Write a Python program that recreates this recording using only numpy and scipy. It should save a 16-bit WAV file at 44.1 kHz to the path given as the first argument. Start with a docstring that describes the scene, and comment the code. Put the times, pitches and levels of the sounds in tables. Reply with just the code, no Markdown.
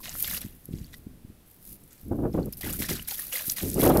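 """At the edge of a flooded field, muddy water is scooped and slopped in surges.
Each slosh is a cloud of tiny ringing bubbles. Spray and wet straw crackle brightly above it,
with sharp snaps, wet slaps of falling water and drips that each trap a bubble.
Over a faint breeze, lone swirls of air thump the microphone and gusts buffet it, twice strongly."""
import sys
import numpy as np
from scipy import signal
from scipy.fft import rfft, irfft
from scipy.io import wavfile
from scipy.ndimage import uniform_filter1d

SR = 44100
rng = np.random.default_rng(int(sys.argv[2]) if len(sys.argv) > 2 else 0)


def unload_wav(signal):
    """Save mono or channel-first audio to the path in sys.argv[1] as 16-bit WAV at rate SR, clipped to [-1, 1]."""
    wavfile.write(
        sys.argv[1],
        SR,
        np.round(np.clip(np.atleast_2d(signal).T, -1, 1) * 32767).astype(np.int16),
    )


N = 176400
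T = np.arange(N) / SR
HZ = np.fft.rfftfreq(N, 1 / SR)
SPAN = 32768  # samples set aside for one swell of sound

# Surges of water: start_s, rise_s, hold_s, decay_s, level_db, brightness_db_per_octave, spray_db
SURGES = [(0.028, 0.0068, 0.028, 0.13, -44, -1, -43), (0.231, .008, 0.13, 0.023, -40.5, -1, -35),
          (0.407, 0.0021, 0.003, 0.048, -46.5, -1.5, -42.5), (0.711, 0.0076, 0.11, 0.11, -61, 4, -58.5),
          (0.92, 0.02, 0.0048, 0.0064, -48.5, 1.5, -53), (1.903, 0.0059, 0.012, 0.077, -58.5, 3.5, -66),
          (2.329, 0.0035, 0.018, 0.18, -59, -1, -55.5), (2.607, 0.004, 0.0059, 0.015, -44, -1, -38),
          (2.623, 0.024, 0.054, 0.054, -41, -2.5, -37), (2.789, 0.0018, 0.013, 0.066, -46.5, 2, -33.5),
          (2.811, 0.01, 0.024, 0.036, -38, 0, -39), (2.885, 0.0026, 0.0043, 0.057, -31.5, 0, -29),
          (3.072, 0.01, 0.064, 0.029, -44.5, 1, -32), (3.172, 0.0049, 0.047, 0.09, -48, -1, -35),
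          (3.315, 0.012, 0.055, 0.049, -36, -0.5, -30), (3.405, 0.01, 0.14, 0.049, -56, -3.5, -48),
          (3.558, 0.013, 0.019, 0.035, -37, 0, -29.5), (3.611, 0.0094, 0.06, 0.16, -44, 6.5, -36.5),
          (3.763, 0.069, 0.02, 0.049, -35.5, -3.5, -26), (3.927, .015, 0.1, 0.028, -35.5, -12, -36)]


def amp(db):
    """Turns decibels into a gain to multiply by."""
    return 10 ** (np.asarray(db) / 20)


def unit(x):
    """Scales a signal to an average (rms) level of 1."""
    return x / np.sqrt(np.mean(x ** 2) + 1e-20)


def add(mix, start_s, sound):
    """Mixes a sound in at the given time."""
    part = mix[max(round(start_s * SR), 0):][:len(sound)]
    part += sound[:len(part)]


def colour(x, points):
    """Shapes bass and treble along (pitch_hz, level_db) points; average level 1."""
    hz, db = np.transpose(points)
    curve_db = np.interp(np.log(HZ + 1), np.log(hz), db)
    return unit(irfft(rfft(x) * amp(curve_db), N))


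def wobble(rate_hz):
    """Smooth random motion, mostly slower than rate_hz."""
    return unit(irfft(rfft(rng.standard_normal(N)) / (1 + (HZ / rate_hz) ** 4), N))


def impacts(per_s, spread_db):
    """Random clicks: a few are much louder than the rest, or softer if spread_db is negative."""
    sizes = amp(spread_db * np.minimum(rng.exponential(1, N), 4))
    return sizes * rng.choice([-1, 1], N) * (rng.random(N) < per_s / SR)


def bubble(hz, decay_s, climb=0):
    """A dying ring. As the bubble surfaces, its pitch gains the fraction climb every decay_s."""
    age = np.arange(0, 6 * decay_s, 1 / SR) / decay_s
    return np.exp(-age) * np.sin(2 * np.pi * hz * decay_s * (age + climb * age ** 2 / 2))


def swell(rise_s, hold_s, decay_s):
    """A level that rises steadily, holds, then dies away."""
    t = T[:SPAN]
    return np.clip(t / rise_s, 0, 1) * np.exp(-np.maximum(t - rise_s - hold_s, 0) / decay_s)


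def power_of(rows):
    """The power of many swells added up; the last column gives each one's level."""
    power = np.zeros(N)
    for start_s, rise_s, hold_s, decay_s, *_, level_db in rows:
        add(power, start_s, (amp(level_db) * swell(rise_s, hold_s, decay_s)) ** 2)
    return power


def clumps(decay_s=0.0022, share=0.41):
    """A gain that jumps at each little slap of water and drops straight back."""
    hits = abs(impacts(per_s=170, spread_db=-1.5))
    jumps = signal.lfilter([1], [1, -np.exp(-1 / (decay_s * SR))], hits)
    return unit(1 - share + share * unit(jumps))


def air(level_db=-53, breeze_hz=397, sway_db=3.5):
    """Faint open-air hiss over the swaying rumble of a light breeze."""
    # Tone of the breeze and open air: pitch_hz, level_db
    air_tone = [(25, 2.5), (60, 0.5), (200, -2), (300, -7.5), (500, -16.5), (1000, -24.5), (3000, -28.5),
                (7000, -33), (12000, -26), (16000, -30)]
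    steady = colour(rng.standard_normal(N), air_tone)
    rumble = irfft(rfft(steady) / (1 + (HZ / breeze_hz) ** 4), N)
    hiss = steady - rumble
    return amp(level_db) * (hiss + rumble * amp(sway_db * wobble(rate_hz=6.7)))


def crackle(hiss_db=-1):
    """Swishing wet straw and the spray of each slosh: clumps of tiny bright ticks over a fine hiss."""
    # Swishes of wet straw: start_s, rise_s, hold_s, decay_s, level_db
    swishes = [(0, 0.0037, 0.015, 0.054, -46.5), (0.105, 0.11, 0.017, .008, -30.5),
               (0.359, 0.011, 0.0055, 0.0031, -26.5), (0.425, 0.026, 0.056, 0.31, -56.5),
               (0.94, 0.014, 0.027, 0.018, -55.5), (1.454, 0.017, 0.015, 0.14, -56.5),
               (1.591, 0.1, 0.057, 0.017, -46), (1.78, 0.017, 0.62, 0.14, -60.5),
               (2.523, 0.0057, 0.004, 0.01, -36.5), (2.569, 0.0018, 0.0048, 0.028, -40),
               (2.724, 0.0033, .005, 0.062, -32), (3.022, 0.002, 0.0023, 0.0036, -33),
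               (3.422, 0.054, 0.045, 0.011, -28.5)]
    # Tone of spray and straw: pitch_hz, level_db
    crackle_tone = [(500, -42), (2000, -20.5), (5000, -13.5), (7500, -13), (9500, -6.5), (11500, 0.5),
                    (12700, 1), (14000, -1.5), (15500, -6.5)]
    ticks = unit(impacts(per_s=2500, spread_db=2.5))
    hiss = amp(hiss_db) * rng.standard_normal(N)
    loudness = np.sqrt(power_of(SURGES + swishes))
    return loudness * colour((ticks + hiss) * clumps(), crackle_tone)


def drips():
    """Single drops each trap one bubble; large bubbles ring lower and longer."""
    # Drips and plops: start_s, level_db, pitch_hz
    drops = [(.004, -43.5, 1020), (.276, -33, 2170), (.845, -41.5, 4450), (.941, -36.5, 1916),
             (0.941, -40, 3540), (2.33, -44.5, 5210), (2.43, -42.5, 4330), (2.535, -33.5, 5020),
             (2.634, -29.5, 1940), (2.844, -28.5, 1800), (2.996, -29, 2880), (3.119, -36.5, 790),
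             (3.192, -31, 1800), (3.357, -25, 2050)]
    out = np.zeros(N)
    for start_s, level_db, pitch_hz in drops:
        decay_s = 0.0035 * np.sqrt(2000 / pitch_hz)
        add(out, start_s, amp(level_db) * bubble(pitch_hz, decay_s, climb=0.02))
    return out


def sloshes(bubbles_per_s=3400, ring_cycles=4.4, low_hz=282, top_hz=10700, gurgle_db=-16):
    """Each surge of water swells, holds and drains: a cloud of bubbles over foam, with a gurgle."""
    # Tone of churning water: pitch_hz, level_db
    water_tone = [(300, -9), (600, 0), (1000, -8), (1700, -1.5), (3000, 0.5), (5000, -0.5), (9000, -2.5)]
    pitches_hz = np.geomspace(500, 9000, 18)
    cloud = np.zeros(N)
    for pitch_hz in pitches_hz:
        births = impacts(bubbles_per_s * pitch_hz / pitches_hz.sum(), spread_db=6)
        ring = bubble(pitch_hz, ring_cycles / pitch_hz, climb=0.044)
        cloud += np.sqrt(pitch_hz) * unit(signal.oaconvolve(births, ring)[:N])
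    foam = rng.standard_normal(N) * clumps()
    water = colour(unit(cloud) + foam, water_tone)
    hz = np.fft.rfftfreq(SPAN, 1 / SR)
    band = hz ** 2 / (hz ** 2 + low_hz ** 2) / (1 + (hz / top_hz) ** 6)
    out = np.zeros(N)
    for start_s, rise_s, hold_s, decay_s, level_db, brightness, _ in SURGES:
        at = rng.integers(0, N - SPAN)  # each surge uses a random stretch of the water
        tilt = amp(brightness * np.log2(hz + 1))
        body = unit(irfft(rfft(water[at:at + SPAN]) * band * tilt))
        pocket = amp(gurgle_db) * gurgle(foam[at:at + SPAN], rise_s + hold_s + decay_s)
        add(out, start_s, amp(level_db) * swell(rise_s, hold_s, decay_s) * unit(body + pocket))
    return out


def gurgle(foam, fall_s, start_hz=2230, fall_octaves=0.5, width_hz=510):
    """The air pocket in a slosh rings, its pitch falling as the pocket opens."""
    pitch_hz = start_hz * 2 ** (-fall_octaves * np.minimum(T[:SPAN] / fall_s, 1))
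    turn = np.exp(2j * np.pi * np.cumsum(pitch_hz) / SR)
    pole = np.exp(-2 * np.pi * width_hz / SR)
    # Shift the falling pitch to 0 Hz, smooth away the rest, then shift it back up.
    smoothed = signal.lfilter([1], [1, -2 * pole, pole * pole], foam * turn.conj())
    return unit((turn * smoothed).real)


def slaps(ring_cycles=1.1):
    """Lumps of water smack the surface: a short spatter of noise around one rough pitch."""
    # Falling lumps of water: start_s, level_db, pitch_hz
    lumps = [(.055, -33.5, 4470), (0.1514, -38, 1300), (0.2445, -28.5, 3600), (.311, -35, 2068),
             (.365, -39, 4250), (0.375, -32, 5000), (0.732, -51, 3420), (0.784, -49, 5000),
             (0.932, -48, 3670), (2.82, -30.5, 3180), (2.891, -30, 1950), (3.109, -30, 4600),
             (3.583, -32.5, 3860)]
    shape = swell(rise_s=0.0011, hold_s=0, decay_s=0.0032)
    out = np.zeros(N)
    for start_s, level_db, pitch_hz in lumps:
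        ring = bubble(pitch_hz, ring_cycles / pitch_hz)
        spatter = signal.lfilter(ring, 1, shape * rng.standard_normal(SPAN))
        spatter *= np.linalg.norm(shape) / np.linalg.norm(spatter)  # same energy at any pitch
        add(out, start_s, amp(level_db) * spatter)
    return out


def snaps(ring_cycles=1.5, tail_db=-13, tail_s=0.0025):
    """Straw snaps and drops strike: sharp ticks, each with a brief scatter of noise behind it."""
    # Snaps of straw and hits of drops: start_s, peak_db, pitch_hz
    ticks = [(0.094, -21, 6700), (0.2256, -5, 13000), (0.416, -20, 10600), (0.656, -25.5, 12100),
             (1.838, -40, 9500), (1.93, -32, 12000), (2.0135, -32, 13400), (2.4585, -27, 12500),
             (2.728, -20, 8450), (2.823, -19, 11000), (2.954, -21, 11100), (3.076, -21, 13600),
             (3.4986, -9, 5770), (3.701, -16.5, 9700), (3.743, -16, 10800), (3.877, -19.5, 6960),
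             (3.9721, -11, 11900), (3.973, -20.5, 4895)]
    out, t = np.zeros(N), T[:2048]
    for start_s, peak_db, pitch_hz in ticks:
        ring = bubble(pitch_hz, ring_cycles / pitch_hz)
        ring *= np.minimum(T[:len(ring)] * pitch_hz, 1)  # builds up over one cycle
        scatter = unit(signal.lfilter(ring, 1, rng.standard_normal(len(t))))
        add(out, start_s, amp(peak_db) * ring / abs(ring).max())
        add(out, start_s, amp(peak_db + tail_db) * scatter * np.exp(-t / tail_s))
    return out


def wind(full_gust_db=-18, flutter_db=1.18):
    """Swirling air hits the microphone; the harder the gust, the higher in pitch the rumble reaches."""
    # Gusts: start_s, rise_s, hold_s, decay_s, level_db
    gusts = [(.2, .1, 0.013, 0.11, -45.5), (0.67, 0.063, 0.02, 0.086, -41),
             (2.025, 0.091, 0.011, .02, -33.5), (2.106, 0.009, 0.016, 0.052, -25.5),
             (2.181, 0.0089, 0.011, 0.025, -26), (2.203, 0.034, 0.026, 0.035, -22.5),
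             (2.336, 0.013, 0.0076, 0.0085, -22.5), (2.365, 0.014, 0.014, 0.039, -22),
             (2.448, 0.02, 0.02, 0.0029, -30), (2.635, 0.0073, 0.011, 0.098, -32),
             (2.784, 0.0058, 0.019, 0.035, -31.5), (2.884, 0.023, 0.0055, 0.04, -27.5),
             (3.611, 0.022, 0.0074, 0.14, -28.5), (3.732, 0.052, 0.016, 0.0097, -21.5),
             (3.818, 0.0068, 0.035, 0.024, -19.5), (3.84, 0.041, 0.033, 0.023, -18),
             (3.913, 0.048, 0.036, .05, -18.5)]
    # Bands of rumble: pitch_hz, offset_db (from full_gust_db), fade_db_per_db (as the gust weakens)
    bands = [(31, -25, 0.42), (64.5, -16, 0.56), (120, -12.5, 0.78), (233, -9.5, 0.84), (338, -4.5, 1.36),
             (526, -6.5, 2), (890, -16.5, 2.5), (1300, -22, 2.5), (1800, -33, 3)]
    strength_db = 10 * np.log10(power_of(gusts) + 1e-12) - full_gust_db  # 0 in a full gust
    strength_db += flutter_db * wobble(rate_hz=85)
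    spectrum = rfft(rng.standard_normal(N))
    centres = np.log([10] + [row[0] for row in bands] + [2 * bands[-1][0]])
    out = np.zeros(N)
    for k, (_, offset_db, fade_db_per_db) in enumerate(bands):
        share = np.interp(np.log(HZ + 1), centres, np.arange(len(centres)) == k + 1)
        rumble = unit(irfft(spectrum * share, N))
        rumble /= np.sqrt(uniform_filter1d(rumble ** 2, size=2048))  # even, so the gusts set the accents
        out += rumble * amp(full_gust_db + offset_db + fade_db_per_db * strength_db)
    return out


def thumps(width_cycles=0.27, push_db=-4):
    """A lone swirl of air pushes and pulls on the microphone: a round thump over a slower push."""
    # Lone swirls of air: centre_s, level_db, pitch_hz
    swirls = [(.336, -35, 187), (.45, -26.5, 200), (.467, -32, 180), (.69, -31, 300), (.712, -28, 165),
              (0.74, -24, 216), (0.815, -30.5, 138), (1.071, -26.5, 210), (1.25, -34, 188),
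              (1.303, -35, 190), (3.484, -31, 240)]
    out = np.zeros(N)
    for centre_s, level_db, pitch_hz in swirls:
        for hz, db in ((pitch_hz, level_db), (pitch_hz / 2, level_db + push_db)):
            cycles = (T - centre_s) * hz
            hump = np.exp(1 - np.hypot(1, cycles / width_cycles))
            out += amp(db) * hump * np.cos(2 * np.pi * (cycles + rng.random()))
    return out


def scene():
    """Water, straw and wind over quiet open air, in one channel."""
    return (sloshes() + crackle() + snaps() + drips() + slaps() + wind() + thumps() + air())[None]


def record(dry):
    """Cuts away the very highest treble."""
    treble_cut = signal.firwin(401, cutoff=15750, window=("kaiser", 8), fs=SR)
    return signal.oaconvolve(dry, treble_cut[None], "same")


dry = scene()
out = record(dry)
unload_wav(out)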